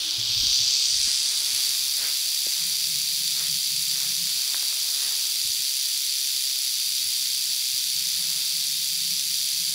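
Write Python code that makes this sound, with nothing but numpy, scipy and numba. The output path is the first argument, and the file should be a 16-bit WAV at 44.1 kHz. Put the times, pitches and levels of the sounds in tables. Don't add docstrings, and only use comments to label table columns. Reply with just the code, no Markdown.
import sys
import numpy as np
from scipy import signal
from scipy.fft import rfft, irfft, next_fast_len
from scipy.io import wavfile
from scipy.ndimage import uniform_filter1d, map_coordinates
from numba import njit

SR = 44100
rng = np.random.default_rng(int(sys.argv[2]) if len(sys.argv) > 2 else 0)


def store_pcm(level_fs):
    pcm = np.round(np.clip(level_fs, -1, 1) * 32767).astype(np.int16)
    wavfile.write(sys.argv[1], SR, np.atleast_2d(pcm).T)


def voltage_ratio(level):
    return 10 ** (np.asarray(level, float) / 20)


N = 429534
TIME = np.arange(N) / SR


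def unit(x):
    return x / np.sqrt(np.mean(x ** 2))


def curve(table):
    s, *columns = np.transpose(table)
    return [np.interp(TIME, s, column) for column in columns]


@njit
def svf(x, hz, damp):
    band, low = np.empty(len(x)), np.empty(len(x))
    b, l = 0., 0.
    for i in range(len(x)):
        g = np.tan(np.pi * hz[i] / SR)
        v = (b + g * (x[i] - l)) / (1 + g * (g + damp))
        band[i] = damp * v
        low[i] = l + g * v
        b, l = 2 * v - b, l + 2 * g * v
    return band, low


def ring(x, hz, width_hz):
    turn = 2 * np.pi * hz / SR
    damp = width_hz / hz * turn / np.sin(turn)
    return svf(x, np.full(len(x), 1. * hz), damp)[0]


def walk(rate):
    hold = int(SR / rate)
    steps = np.repeat(rng.standard_normal(N // hold + 1), hold)
    return unit(uniform_filter1d(uniform_filter1d(steps, hold), hold)[:N])


def coloured(points):
    below, above = (points[0][0] / 2, -40), (points[-1][0] * 2, -40)
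    hz, db = np.transpose([below, *points, above])
    size = next_fast_len(N)
    bins_hz = np.fft.rfftfreq(size, 1 / SR)
    gain = voltage_ratio(np.interp(np.log(bins_hz + 1), np.log(hz), db))
    return unit(irfft(rfft(rng.standard_normal(size)) * gain, size)[:N])


def clicks(density, scatter_db):
    hit = rng.random(N) < density / SR
    return hit * rng.standard_normal(N) * voltage_ratio(scatter_db * rng.exponential(size=N))


def swells(table):
    return [(np.exp(-((TIME - s) / length_s) ** 2 / 2), db) for s, length_s, db in table]


def spells(table, ramp_s):
    gain = np.zeros(N)
    for start_s, end_s, start_db, end_db in table:
        gate = np.clip(np.minimum(TIME - start_s, end_s - TIME) / ramp_s + .5, 0, 1)
        gain += gate * voltage_ratio(np.interp(TIME, [start_s, end_s], [start_db, end_db]))
    return gain


def settle(db, fall_db_s, rest_db, table):
    power = voltage_ratio(db - fall_db_s * TIME) ** 2 + voltage_ratio(rest_db) ** 2
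    return np.sqrt(power + sum((voltage_ratio(top_db) * bell) ** 2 for bell, top_db in swells(table)))


# time_s, level_db
TAIL_LEVEL = [(0, -32.5), (.13, -32.5), (.5, -30), (1.08, -29), (1.41, -30.5), (1.62, -29), (1.8, -31),
              (9.74, -31.5)]
# time_s, rate_swing_pairs_per_s
TAIL_PACE = [(0.0, 33.65), (0.47, 33.12), (1.09, 34.8), (2.58, 34.19), (2.84, 34.57), (4.13, 33.43),
             (4.62, 34.15), (5.47, 34.1), (7.26, 32.67), (8.15, 32.36), (8.55, 34.36), (9.74, 33.95)]
SIDE_SWAPS = [1.78, 3.55, 6.45, 8.65]
# place_0_to_1, rise_0_to_1, fall_0_to_1, strength_db, lean_change_db, lean_shift_0_to_1
SWING_KNOCKS = [
    (.165, .046, .024, 1, -1.6, 0),
    (.405, .05, .035, -3.6, 1.4, .025),
    (.665, .046, .024, 1, 1.6, 0),
    (.905, .05, .035, -3.6, -1.4, -.025),
]
# pitch_hz, width_hz, level_db, chatter_over_knocks_db, common_blows_0_to_1, lag_swing_pairs
HORN_SEGMENTS = [(2580, 780, -17, 3, 0.4, -0.019), (3707, 895, -6, 5.5, 0.07, -0.031),
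                 (4664, 536, -1.84, 5, 0.11, 0.011), (5820, 830, -5.5, -1.5, 0.59, 0.0092),
                 (7300, 1450, -7.5, 0.5, 0.38, -0.026), (9080, 1060, -10, -0.5, 0.7, -0.0069),
                 (10497, 770, -9, -2.5, 0, -0.00099), (11500, 1500, -16, -4, .4, 0),
                 (13440, 2500, -11, 12, 0.4, 0.015), (15400, 3000, -12.5, 2, .4, 0.026)]


def rattle():
    rate, level_db = curve(TAIL_PACE)[0], curve(TAIL_LEVEL)[0]
    swap_s = .09
    lean = np.prod([np.clip((s - TIME) / swap_s, -1, 1) for s in SIDE_SWAPS], axis=0)
    swings = np.cumsum(rate) / SR + 0.0063 * walk(60)
    flurry = 0
    for place, rise, fall, db, lean_db, shift in SWING_KNOCKS:
        apart = (swings - place - lean * shift + .5) % 1 - .5
        rise = rise * voltage_ratio(-2 * lean * lean_db)
        swing_number = (swings - place + .5).astype(int) % 1000
        force_db = db + lean * lean_db + 0.86 * rng.standard_normal(1000)[swing_number]
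        flurry = flurry + voltage_ratio(force_db) * np.exp(-(apart / np.where(apart < 0, rise, fall)) ** 2 / 2)
    common = clicks(9000, 0.35)
    out = 0
    for hz, width_hz, db, chatter_db, share, lag in HORN_SEGMENTS:
        knocks = np.sqrt(share) * common + np.sqrt(1 - share) * clicks(9000, 0.27)
        knocks = unit(np.roll(flurry, int(lag * SR / rate.mean())) * knocks)
        blows = knocks + voltage_ratio(chatter_db) * unit(clicks(12000, 0.41))
        rung = ring(ring(blows, hz, 1.5 * width_hz), hz, 1.5 * width_hz)
        out = out + voltage_ratio(db) * unit(rung)
    return unit(out) * voltage_ratio(level_db + 6.5)


# time_s, shadow_edge_hz, treble_leak_db, leak_detour_ms
CAMERA_TURN = [(0, 7240, -3, 0.56), (.4, 7240, -5.5, 0.31), (.72, 8500, -10, 0.7), (.95, 10000, -8, 0.55),
               (1.2, 10500, -7, 0.375), (1.45, 11800, -4, 0.41), (1.8, 14000, 0, .3)]
# time_s, pitch_hz, lift_db
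FACE_GLINT = [(0, 3340, 2.5), (.25, 3700, 2.5), (.48, 5360, 4.5), (.7, 5900, 4.5), (.9, 5930, 2.5),
              (1.2, 6940, 1.5), (1.5, 7950, -1)]
# pitch_hz, width_hz, clear_by_s, change_db
HIDDEN_BANDS = [(1600, 1260, 1.0, -14), (3070, 730, 1.03, 5), (4640, 460, 0.53, -3), (7220, 610, 2, -4.5),
                (10500, 610, 1.4, -8), (13000, 2400, .4, -7)]
# time_s, pitch_hz, depth_0_to_1
RIM_NOTCH = [(0, 5800, .1), (.22, 6500, .2), (.4, 7200, .25), (.6, 8800, .55), (.8, 10800, .75),
             (.92, 11900, .6), (1.05, 13300, .25), (1.3, 15800, .3), (1.5, 17000, 0)]
# multiple_of_rim_band, depth_0_to_1, clear_by_s
LONGER_ROUNDS = [(1.4, .55, .8), (2.2, .55, .45)]


def shade(x):
    edge_hz, leak_db, detour_ms = curve(CAMERA_TURN)
    glint_hz, lift_db = curve(FACE_GLINT)
    x = x + (voltage_ratio(lift_db) - 1) * svf(x, glint_hz, 0.77)[0]
    x = x + (voltage_ratio(-3) - 1) * ring(x, 2905, 117)
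    for hz, width_hz, clear_s, db in HIDDEN_BANDS:
        hidden_db = db * np.clip(2 - 2 * TIME / clear_s, 0, 1)
        x = x + (voltage_ratio(hidden_db) - 1) * ring(x, hz, width_hz)

    low = svf(svf(x, edge_hz, 1.85)[1], edge_hz, .77)[1][::-1].copy()
    back_hz = edge_hz[::-1].copy()
    low = svf(svf(low, back_hz, 1.85)[1], back_hz, .77)[1][::-1]
    treble = x - low
    late = map_coordinates(treble, [np.arange(N) - detour_ms * SR / 1000], order=3)
    heard = low + voltage_ratio(leak_db) * (treble + 0.25 * (1 - voltage_ratio(leak_db)) * late)

    rim_hz, depth = curve(RIM_NOTCH)
    notches = [(0.95, depth)]
    for multiple, deep, clear_s in LONGER_ROUNDS:
        notches.append((multiple, deep * np.clip(2 - 2 * TIME / clear_s, 0, 1)))
    for multiple, share in notches:
        hz = np.minimum(multiple * rim_hz * (1 + .03 * walk(8.3)), .45 * SR)
        flickering = np.clip(share * (1 + .15 * walk(8.6)), 0, 1)
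        heard = heard - flickering * svf(heard, hz, .24)[0]
    return heard


# time_s, length_s, level_db
AIR_GUSTS = [(.3, 0.13, -52), (0.46, 0.033, -45.5), (0.648, .06, -53), (.99, 0.13, -52.5),
             (1.7, 0.047, -60), (2.85, .04, -63), (5.47, 0.05, -61), (7.08, .03, -70), (7.948, 0.045, -66)]
# time_s, length_s, level_db
HUSH_STIRS = [
    (4.8, 0.47, -61.5),
    (8.35, 0.26, -70),
]
# pitch_hz, level_db
HUSH_SPECTRUM = [(70, -15), (150, -3.5), (300, -1), (600, -1.5), (1000, 1), (1600, 4), (2400, -3),
                 (4000, -27)]


def wood_air():
    air = coloured([(15, -15), (35, -5.5), (70, -10.0), (130, -13.0)]) * voltage_ratio(2.5 * walk(9))
    hush = coloured(HUSH_SPECTRUM) * voltage_ratio(8.0 + 0.7 * walk(5.9))
    air_gain = settle(db=-60, fall_db_s=3, rest_db=-74.5, table=AIR_GUSTS)
    hush_gain = settle(db=-60.5, fall_db_s=2.4, rest_db=-67.5, table=HUSH_STIRS)
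    return air * air_gain + hush * hush_gain


# start_s, end_s, start_level_db, end_level_db
WHINE_SPELLS = [
    (-.1, .8, -47, -64),
    (2.86, 3.05, -62, -62),
    (5.1, 6.8, -70, -65),
    (8.3, 8.6, -67, -65.5),
]


def motor_whine():
    pitch_hz, rest_db = 330.4, -72.5
    phase = 2 * np.pi * np.cumsum(pitch_hz + 9 * walk(30)) / SR
    whine = unit(np.sin(phase)) * voltage_ratio(3.5 * walk(30) - 9.0)
    return (spells(WHINE_SPELLS, 0.063) + voltage_ratio(rest_db)) * whine


# start_s, peak_db, pitch_hz, decay_t60_s
FINGER_THUMPS = [(0.177, -36.5, 114.3, 0.16), (0.224, -50, 122, 0.21), (0.292, -41, 115, 0.12),
                 (0.357, -39, 107, 0.15), (0.444, -44, 93, 0.055), (0.499, -42, 51.1, 0.12),
                 (0.598, -38.5, 118, 0.12), (0.919, -50, 110, 0.1), (0.979, -51, 51.1, 0.085),
                 (1.069, -54, 110, 0.11), (1.529, -51.5, 93.4, 0.12), (5.445, -45, 117, 0.059),
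                 (5.491, -47, 96, 0.062), (5.554, -58, 102, 0.12), (5.587, -52, 137, 0.099),
                 (7.054, -51, 106, 0.123), (7.726, -51, 110, 0.12)]


def finger_thumps():
    rise, over_db = 0.0635, -15.5
    out = np.zeros(N + SR)
    t = TIME[:SR // 2]
    for s, db, hz, t60 in FINGER_THUMPS:
        tone = np.sin(2 * np.pi * hz * t) + voltage_ratio(over_db) * np.sin(2 * np.pi * 2.05 * hz * t)
        shape = (1 - np.exp(-t / (rise * t60))) ** 2 * 1000 ** (-t / t60) * tone
        out[int(s * SR):][:len(t)] += voltage_ratio(db) * shape / np.abs(shape).max()
    return out[:N]


# centre_s, peak_db, pitch_hz, length_cycles
RELEASES = [(0.437, -38, 254, 0.76), (1.077, -43, 238, 0.83), (1.531, -52, 228, 0.71),
            (2.4687, -30, 464, 0.38), (2.477, -48, 303, 1.2), (2.882, -51.5, 330, .7),
            (4.295, -41, 1100, .6), (4.5455, -19.5, 1700, 0.374), (4.6305, -26, 1600, 0.29),
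            (4.672, -42.5, 1100, .5), (4.728, -37, 1250, 0.54)]


def ticks():
    out = np.zeros(N)
    t = np.arange(-600, 600) / SR
    for s, db, hz, cycles in RELEASES:
        pulse = np.cos(2 * np.pi * hz * t) * np.exp(-(t * hz / cycles) ** 2 / 2)
        out[int(s * SR) - len(t) // 2:][:len(t)] -= voltage_ratio(db) * pulse
    return out


# centre_s, length_s, level_db
FOOT_SCUFFS = [(1.09, 0.021, -46), (1.52, 0.18, -48.5), (2.048, 0.051, -40), (2.6, 0.11, -50),
               (3.416, 0.054, -44), (4.02, 0.0675, -45), (4.544, 0.059, -48), (5.05, 0.082, -46),
               (8.3, 0.13, -50)]
# pitch_hz, level_db
LEAF_SPECTRUM = [(150, -6), (400, -4), (1000, -1.5), (2000, 5), (3500, 1)]


def leaves():
    pressure = sum(voltage_ratio(db) * bell for bell, db in swells(FOOT_SCUFFS))
    return pressure * coloured(LEAF_SPECTRUM) * voltage_ratio(1.1 * walk(120))


# start_s, end_s, start_level_db, end_level_db
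LENS_TRAVELS = [
    (2.6, 4.37, -56, -54),
    (6.85, 7.95, -66, -65),
    (7.95, 9.9, -56.5, -57.5),
]
# centre_s, length_s, change_db
DRIVE_STRAINS = [
    (2.79, 0.03, -6),
    (2.92, .04, 6),
    (3.5, 0.045, 6.5),
    (3.64, 0.0225, -10),
    (8.12, 0.0207, -9),
    (8.5, 0.034, -8),
    (9.09, 0.055, 6),
    (9.49, 0.02, -14),
]
# pitch_hz, level_db
DRIVE_SPECTRUM = [(80, -7), (105, -14.5), (135, -2.5), (165, 1), (190, 0), (208, -40), (230, -35)]


def lens_drive():
    judder_db = 1.5 * walk(14)
    load_db = sum(db * bell for bell, db in swells(DRIVE_STRAINS)) + judder_db
    return spells(LENS_TRAVELS, .04) * voltage_ratio(load_db) * coloured(DRIVE_SPECTRUM)


def scene():
    buzz = shade(rattle())
    near = motor_whine() + finger_thumps() + ticks() + lens_drive()
    around = wood_air() + leaves()
    return (buzz + near + around)[None]


def band_limit(x):
    return signal.sosfilt(signal.butter(12, 16920, fs=SR, output="sos"), x)


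def record(dry):
    rounded = np.tanh(2.2 * dry) / 2.2
    size = next_fast_len(N)
    top_hz, slope_hz = 15765, 40
    kept = np.clip((top_hz - np.fft.rfftfreq(size, 1 / SR)) / slope_hz, 0, 1)
    mix = irfft(rfft(rounded, size) * kept, size)[:, :N]
    return band_limit(mix)


dry = scene()
out = record(dry)
store_pcm(out)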